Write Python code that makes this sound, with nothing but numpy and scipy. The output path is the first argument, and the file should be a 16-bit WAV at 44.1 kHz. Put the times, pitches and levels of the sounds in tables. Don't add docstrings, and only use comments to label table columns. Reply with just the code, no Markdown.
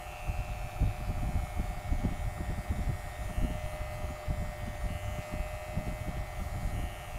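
import sys
import numpy as np
from scipy import signal
from scipy.fft import rfft, irfft, next_fast_len
from scipy.io import wavfile
from scipy.ndimage import uniform_filter1d

SR = 44100
rng = np.random.default_rng(int(sys.argv[2]) if len(sys.argv) > 2 else 0)


def generate_wav(signal):
    frames = np.transpose(np.atleast_2d(signal))
    scaled = np.clip(frames, -1, 1) * 32767
    pcm = np.round(scaled).astype(np.int16)
    wavfile.write(sys.argv[1], SR, pcm)


N = 316638
TIME = np.arange(N) / SR

# time_s, turns_per_s
MOTOR_SPEED = [(0.0, 87.7), (0.16, 88.0), (0.36, 87.7), (1.68, 87.7), (1.8, 88.3), (2.58, 88.8),
               (4.24, 88.7), (5.02, 89.1), (5.08, 88.9), (6.28, 89.0), (6.78, 89.5), (7.18, 89.4)]
# harmonic, free_db, pressed_db, light_db
CASE_PARTIALS = [(7, -73, -69, -71), (8, -64, -66, -71.5), (9, -80, -68.5, -65), (10, -67, -65.5, -66.5),
                 (11, -70, -63.5, -65.5), (12, -72, -72, -68), (13, -67, -68, -70), (16, -72, -70, -79),
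                 (17, -80, -79, -70), (18, -67, -69.5, -68.5), (19, -78, -79, -74), (20, -62.5, -64, -64.5),
                 (21, -59.5, -62.5, -58.5), (22, -74, -71, -70), (23, -58.5, -57.5, -59.5),
                 (24, -77, -72, -72), (25, -59.5, -62, -59.5), (26, -69, -69.5, -71), (27, -66, -72, -70),
                 (28, -71, -67, -76.5), (29, -70, -66, -71), (30, -62, -65, -70.5), (31, -68, -70.5, -75),
                 (32, -62.5, -71, -85), (33, -69, -72, -82), (34, -65, -77, -81), (35, -69, -67, -71),
                 (36, -75, -70, -80), (37, -79, -80, -83), (39, -75, -78, -72.5)]
# off_s, land_s, climb_s, top_hollow_hz, lift_db, dip_db, pressure (0-1)
COMB_STROKES = [(-0.2, 0.06, 1.67, 2320, 12, 9.5, 0.14), (3.3, 3.565, 0.7, 2350, 1, -1, 1),
                (4.863, 5.194, 1, 2470, 4.5, -1, 0.8), (6.72, 7.093, 1.0, 2300, 8.5, 5, 0.1)]
# frequency_hz, level_db
STEEL_SPECTRUM = [(3000, -32), (3600, 1), (4500, 3.5), (5400, 2), (7000, 1.5), (8200, -0.5), (9500, -4.5),
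                  (11200, -1.5), (12300, 0.5), (14500, -2), (16000, -8)]
# pitch_hz, free_db, foot_db, top_db
BLADE_RESONANCES = [(6950, -13, -17.5, -8.5), (9240, -9, -15.5, -8.5), (10050, -10, -15, -11),
                    (11000, -6, -15.5, -25)]
# time_s, half_length_s, pitch_hz, level_db
RING_FLARES = [(0.9, .25, 11400, -10), (3.36, 0.055, 9000, -12), (3.698, .06, 9200, -6),
               (3.71, 0.054, 10900, -4), (4.14, 0.033, 7050, -8), (4.436, 0.052, 7260, -11),
               (4.87, 0.04, 9200, -9), (5.1, .1, 7300, -4.5), (5.2, 0.12, 11200, -13),
               (6.822, .07, 10100, -9)]
# frequency_hz, density_db
CUT_SPECTRUM = [(900, -31), (1600, 9), (2300, 9.5), (3000, 8.5), (4000, 2.5), (5600, -0.5), (7000, -2.5),
                (8500, -2), (11000, -7), (14000, -7.5), (16000, -23)]
# time_s, half_length_s, low_hz, high_hz, level_db
TUFTS = [(1.8, .03, 4000, 15000, -65), (3.26, .04, 3500, 15000, -66), (4.585, .012, 13700, 15000, -64),
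         (5.262, .07, 3800, 8500, -62), (6.42, .07, 3500, 15000, -64.5)]
# time_s, push_db, flutter_db
MIC_GUSTS = [(0.294, -27, -51), (0.405, -32, -52), (0.512, -31.5, -53), (0.655, -34, -63),
             (0.831, -22.5, -35), (0.87, -30, -41), (1.013, -36, -43), (1.099, -29, -36), (1.175, -33, -43),
             (1.235, -29.5, -41), (1.285, -36, -44), (1.36, -26, -39), (1.43, -34.5, -44),
             (1.601, -25, -37.5), (1.711, -32.5, -51), (1.775, -35.5, -57), (1.927, -24.5, -37.5),
             (2.05, -26, -26.5), (2.128, -34, -39), (2.185, -35.5, -51), (2.262, -31, -50),
             (2.41, -31, -35.5), (2.51, -35, -37.5), (2.586, -31.5, -38.5), (2.716, -28, -37),
             (2.796, -31.5, -35), (2.84, -38, -49), (2.901, -28.5, -35.5), (3.065, -38, -61),
             (3.19, -38, -52), (3.235, -38.5, -54), (3.306, -38, -37), (3.384, -29.5, -44),
             (3.429, -27, -39), (3.448, -38, -34), (3.508, -36, -38.5), (3.548, -38, -50),
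             (3.655, -31, -69), (3.744, -34.5, -47), (3.815, -35, -50), (3.92, -42.5, -52),
             (4.04, -33, -41), (4.11, -41, -43), (4.304, -27.5, -38), (4.395, -32.5, -57),
             (4.425, -35, -36.5), (4.497, -36, -58), (4.632, -38.5, -49), (4.687, -38, -40.5),
             (4.755, -39, -52), (4.851, -30.5, -45), (4.912, -34.5, -37), (4.965, -37, -56),
             (5.09, -44, -45), (5.125, -39, -52), (5.189, -35, -39.5), (5.34, -35.5, -36.5),
             (5.401, -31.5, -52), (5.545, -34.5, -58), (5.781, -32.5, -34), (5.879, -35, -38),
             (5.925, -36, -46), (6.015, -35, -48), (6.087, -33.5, -37), (6.171, -32.5, -43),
             (6.21, -37, -50), (6.415, -31, -43), (6.465, -38.5, -61), (6.555, -34, -43.5),
             (6.632, -41, -41.5), (6.669, -29, -44), (6.74, -34, -43), (6.791, -37, -36.5),
             (6.835, -34, -41), (6.925, -40.5, -58), (7.16, -34, -52)]
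# frequency_hz, density_db
RUMBLE_SPECTRUM = [(8, -9), (22, -1.5), (45, 4), (70, 0), (105, -2), (150, -11.5), (220, -26.5),
                   (330, -29.5), (600, -56), (1500, -86)]
# frequency_hz, density_db
EDDY_SPECTRUM = [(90, -9), (165, 4), (240, -3.5), (340, -12.5), (500, -23.5), (900, -22.5), (2000, -73)]
# frequency_hz, density_db
SNAP_SPECTRUM = [(120, -22), (260, 8.5), (450, -3), (700, -23), (1100, -30), (2500, -72)]
# time_s, turns_per_s
ROTOR_SPEED = [(0, 14.3), (1, 14.33), (1.6, 14.3), (2.2, 14.22), (3.2, 14.04), (4, 13.79), (4.8, 13.64),
               (5.1, 13.74), (5.4, 13.86), (6.3, 14.03), (7.18, 14.11)]
# harmonic, tone_db, mains_sideband_db
SLOT_TONES = [(36, -82, -59), (38, -75, -64), (40, -53, -56.5), (42, -49.5, -50), (44, -45.5, -44),
              (46, -55, -48), (48, -48.5, -47), (50, -47.5, -48), (52, -52.5, -54.5), (54, -57, -83),
              (56, -55.5, -75), (90.1, -60.5, -55)]
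# frequency_hz, gain_db
FAN_HOUSING = [(500, -24), (574, -15), (585, -13.5), (592, -7), (602, -4), (611, 0), (615, -2), (621, -13),
               (640, -18), (690, -18), (716, -10), (723, -12), (730, -7.5), (745, -13), (765, -18),
               (778, -17), (790, -9), (815, -12), (840, -18), (900, -10), (1222, -21), (1244, 2.5),
               (1266, -11.5)]
# frequency_hz, density_db
ROOM_SPECTRUM = [(20, 13), (200, -11), (290, -12.5), (355, 11), (400, 2), (445, 3.5), (510, -1), (750, 8),
                 (1000, 0), (1250, 0), (1550, -7.5), (3000, -22)]


def clipper(treble_db=-59, jitter_turns=0.0011):
    speed, = curves(MOTOR_SPEED)
    free, foot, pressed, *hollow = comb_strokes()
    top = 1 - free - foot
    place = uniform_filter1d(top - free, size=15000)
    turns = np.cumsum(speed) / SR + jitter_turns * drift(35.0)
    buzz = case_buzz(turns, [free, pressed, 1 - free - pressed], *hollow)
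    ring = blade_ring(turns, place)
    ring = gain_of(-3 - 1.5 * free) * (ring + blade_zings(ring, [free, foot, top]))
    hiss = gain_of(-1.5 + 0.5 * top) * cut_hiss(turns)
    return buzz + gain_of(treble_db + 0.07 * drift(4.0)) * reflections(ring + hiss, place)


def comb_strokes(move_s=0.017, upper_mode_s=0.38, open_hz=2545, open_width_hz=260, closed_width_hz=94):
    state = np.zeros((8, N))
    in_air = np.array([1, 0, 0, open_hz, open_width_hz, 0, 0, 0])[:, None]
    for off_s, land_s, climb_s, top_hz, lift_db, dip_db, pressure in COMB_STROKES:
        age = np.maximum(TIME - land_s, 0)
        gap = np.exp(-(age / climb_s) ** 2.96)
        hollow_hz = top_hz + (open_hz - top_hz) * gap ** 2
        width_hz = closed_width_hz + (open_width_hz - closed_width_hz) * gap ** 2
        on_comb = np.array([np.zeros(N), gap, pressure * gap, hollow_hz, width_hz,
                            lift_db * gap, dip_db * gap, lift_db * hump(age, upper_mode_s)])
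        for start_s, pose in ((off_s, in_air), (land_s, on_comb)):
            blend = .5 + .5 * np.tanh((TIME - start_s) / (2 * move_s))
            state += blend * (pose - state)
    return state


def case_buzz(turns, pose, hollow_hz, width_hz, lift_db, dip_db, upper_db, return_turns=.478):
    speed = np.mean(np.diff(turns)) * SR
    buzz = np.zeros(N)
    for harmonic, *levels in CASE_PARTIALS:
        hz = harmonic * speed
        clacks = 1 + 0.41 * np.exp(-2j * np.pi * harmonic * return_turns)
        phase = np.angle(clacks) + .8 * rng.standard_normal()
        colour_db = (lift_db * hump(hz - hollow_hz, width_hz)
                     - dip_db * hump(hz - 0.804 * hollow_hz, 230)
                     + upper_db * hump(hz - 1.1 * hollow_hz, 70))
        height = gain_of(np.dot(levels, pose) + colour_db + 1.2 * drift(2.4))
        buzz += height * np.cos(2 * np.pi * harmonic * turns + phase)
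    return np.sqrt(2) * buzz


def blade_ring(turns, place, commutator_db=9):
    harmonics = np.arange(37, 180)
    speed = np.mean(np.diff(turns)) * SR
    three_segments = np.cos(np.pi * .33 * harmonics) ** 4
    heights = response(STEEL_SPECTRUM, harmonics * speed) * gain_of(commutator_db * three_segments)
    direct, near, far = (cycle(turns, harmonics, heights) for _ in range(3))
    angle = 2.24 * place + .5 * drift(7.1)
    return unit_rms(direct + 1.07 * (near * np.cos(angle) + far * np.sin(angle)))


def blade_zings(ring, pose, width_hz=420):
    def mode(hz):
        band = signal.lfilter(*signal.iirpeak(hz, hz / width_hz, SR), ring)
        return band / np.sqrt(uniform_filter1d(band ** 2, size=4410) + 1e-12)
    held = sum(gain_of(np.dot(levels, pose) + drift(2.5)) * mode(hz) for hz, *levels in BLADE_RESONANCES)
    flares = sum(gain_of(db) * hump(TIME - s, half_s) * mode(hz) for s, half_s, hz, db in RING_FLARES)
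    return held + flares


def cut_hiss(turns, swell_db=0.85, patchy_db=1.5):
    hiss = noise(CUT_SPECTRUM)
    edges_hz = [900, 3500, 5500, 8000, 11000, 16000]
    bands = (signal.sosfiltfilt(bandpass(4, *pair), hiss) for pair in zip(edges_hz, edges_hz[1:]))
    patchy = sum(band * gain_of(patchy_db * drift(18.0)) for band in bands)
    segment_phase = 2 * np.pi * 3 * turns
    pulse = 1 + 0.072 * np.cos(segment_phase) + 0.48 * np.cos(2 * segment_phase)
    return patchy * pulse * gain_of(swell_db * drift(25))


def reflections(treble, place, share=0.18, longest_s=.0032):
    out = treble.copy()
    for delay, phase in rng.random((6, 2)):
        strength = share * np.cos(1.83 * place + 2 * np.pi * phase + 1.83 * drift(1.47))
        out += strength * np.roll(treble, 1 + int(delay * longest_s * SR))
    return out


def tuft_swishes():
    white, out = rng.standard_normal(N), np.zeros(N)
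    for time_s, half_s, low_hz, high_hz, db in TUFTS:
        swish = unit_rms(signal.sosfilt(bandpass(2, low_hz, high_hz), white))
        out += gain_of(db) * hump(TIME - time_s, half_s) * swish
    return out


def buffeting(push_s=0.014, flutter_s=0.0092, snap_s=0.0036):
    out = np.zeros(N)
    rumble, eddies, snap = noise(RUMBLE_SPECTRUM), noise(EDDY_SPECTRUM), noise(SNAP_SPECTRUM)
    for time_s, push_db, flutter_db in MIC_GUSTS + puffs():
        near = abs(TIME - time_s) < .12
        for air, db, half_s in ((rumble, push_db + 0.5, push_s),
                                (eddies, flutter_db + 0.5, flutter_s),
                                (snap, flutter_db - 6.5, snap_s)):
            swell = 1 / (1 + ((TIME[near] - time_s) / half_s) ** 2)
            air_rms = np.sqrt(np.average(air[near] ** 2, weights=swell ** 2))
            out[near] += gain_of(db) * swell * air[near] / air_rms
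    return out


def puffs(per_s=2.0, spread_db=10.5, count=60):
    times = np.cumsum(rng.exponential(1 / per_s, count))
    levels = [-40, -57] - spread_db * rng.random((count, 2))
    return [(s, *db) for s, db in zip(times, levels) if s < TIME[-1]]


def draught(rumble_db=-45, eddies_db=-63.5, wake_lag_s=0.012, wake_s=0.053):
    rumble_power, eddy_power = gain_of(rumble_db) ** 2, gain_of(eddies_db) ** 2
    for time_s, push_db, flutter_db in MIC_GUSTS:
        wake = np.exp(-np.minimum(((TIME - time_s - wake_lag_s) / wake_s) ** 2, 20))
        rumble_power += gain_of(push_db - 12.5) ** 2 * wake
        eddy_power += gain_of(flutter_db - 14) ** 2 * wake
    rumble = np.sqrt(rumble_power) * gain_of(3 * drift(6.5)) * noise(RUMBLE_SPECTRUM)
    eddies = np.sqrt(eddy_power) * gain_of(3.5 * drift(21)) * noise(EDDY_SPECTRUM)
    return rumble + eddies


def fan(chirr_db=-63, rub_db=-61, mains_pull_hz=100):
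    speed, = curves(ROTOR_SPEED)
    turns, whine = np.cumsum(speed) / SR, np.zeros(N)
    for harmonic, tone_db, sideband_db in SLOT_TONES:
        k = round(harmonic)
        for shift_hz, db in ((0, tone_db), (mains_pull_hz, sideband_db)):
            housing = response(FAN_HOUSING, k * speed + shift_hz)
            height = np.sqrt(2) * gain_of(db + 0.21 * drift(3.3)) * housing
            whine += height * np.cos(2 * np.pi * (k * turns + shift_hz * TIME + rng.random()))
    harmonics = np.arange(78, 102, 2)
    chirr = cycle(turns, harmonics, np.hanning(len(harmonics) + 2)[1:-1])
    return whine + gain_of(chirr_db) * chirr + gain_of(rub_db) * bearing_rub(turns)


def bearing_rub(turns):
    rub = noise([(500, -38), (720, -21), (830, -2.5), (980, -18), (1130, 2.0), (1260, 0),
                 (1380, -2.0), (1520, -12), (2500, -48)])
    return rub * (1 + 0.55 * np.cos(2 * np.pi * 2 * turns) + 0.46 * np.cos(2 * np.pi * turns))


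def room_tone(level_db=-53.5):
    return gain_of(level_db) * noise(ROOM_SPECTRUM)


def gain_of(db):
    return 10 ** (np.asarray(db) / 20)


def unit_rms(x):
    return x / np.sqrt(np.mean(x ** 2) + 1e-20)


def hump(offset, width):
    return 1 / (1 + np.square(np.square(offset / width)))


def bandpass(order, low_hz, high_hz):
    return signal.butter(order, [low_hz, high_hz], "band", fs=SR, output="sos")


def curves(rows):
    times, *columns = np.transpose(rows)
    return [np.interp(TIME, times, column) for column in columns]


def response(points, hz):
    table_hz, db = np.transpose(points)
    return gain_of(np.interp(np.log(hz + 1), np.log(table_hz), db))


def noise(points):
    size = next_fast_len(N)
    spectrum = rfft(rng.standard_normal(size)) * response(points, np.fft.rfftfreq(size, 1 / SR))
    return unit_rms(irfft(spectrum, size)[:N])


def drift(rate_hz, size=4096, steps_per_s=400):
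    hz = np.fft.rfftfreq(size, 1 / steps_per_s)
    slow = unit_rms(irfft(rfft(rng.standard_normal(size)) / (1 + (hz / rate_hz) ** 2)))
    return np.interp(TIME, np.arange(size) / steps_per_s, slow)


def cycle(turns, harmonics, heights, size=8192):
    spectrum = np.zeros(size // 2 + 1, complex)
    spectrum[harmonics] = heights * np.exp(2j * np.pi * rng.random(len(harmonics)))
    return np.interp(turns % 1, np.linspace(0, 1, size, endpoint=False), unit_rms(irfft(spectrum)))


def scene():
    return (clipper() + tuft_swishes() + fan() + draught() + buffeting() + room_tone())[None]


def record(dry):
    lowpass = signal.firwin(801, cutoff=15700, window=("kaiser", 9), fs=SR)
    return signal.oaconvolve(dry, lowpass[None], "same")


dry = scene()
out = record(dry)
generate_wav(out)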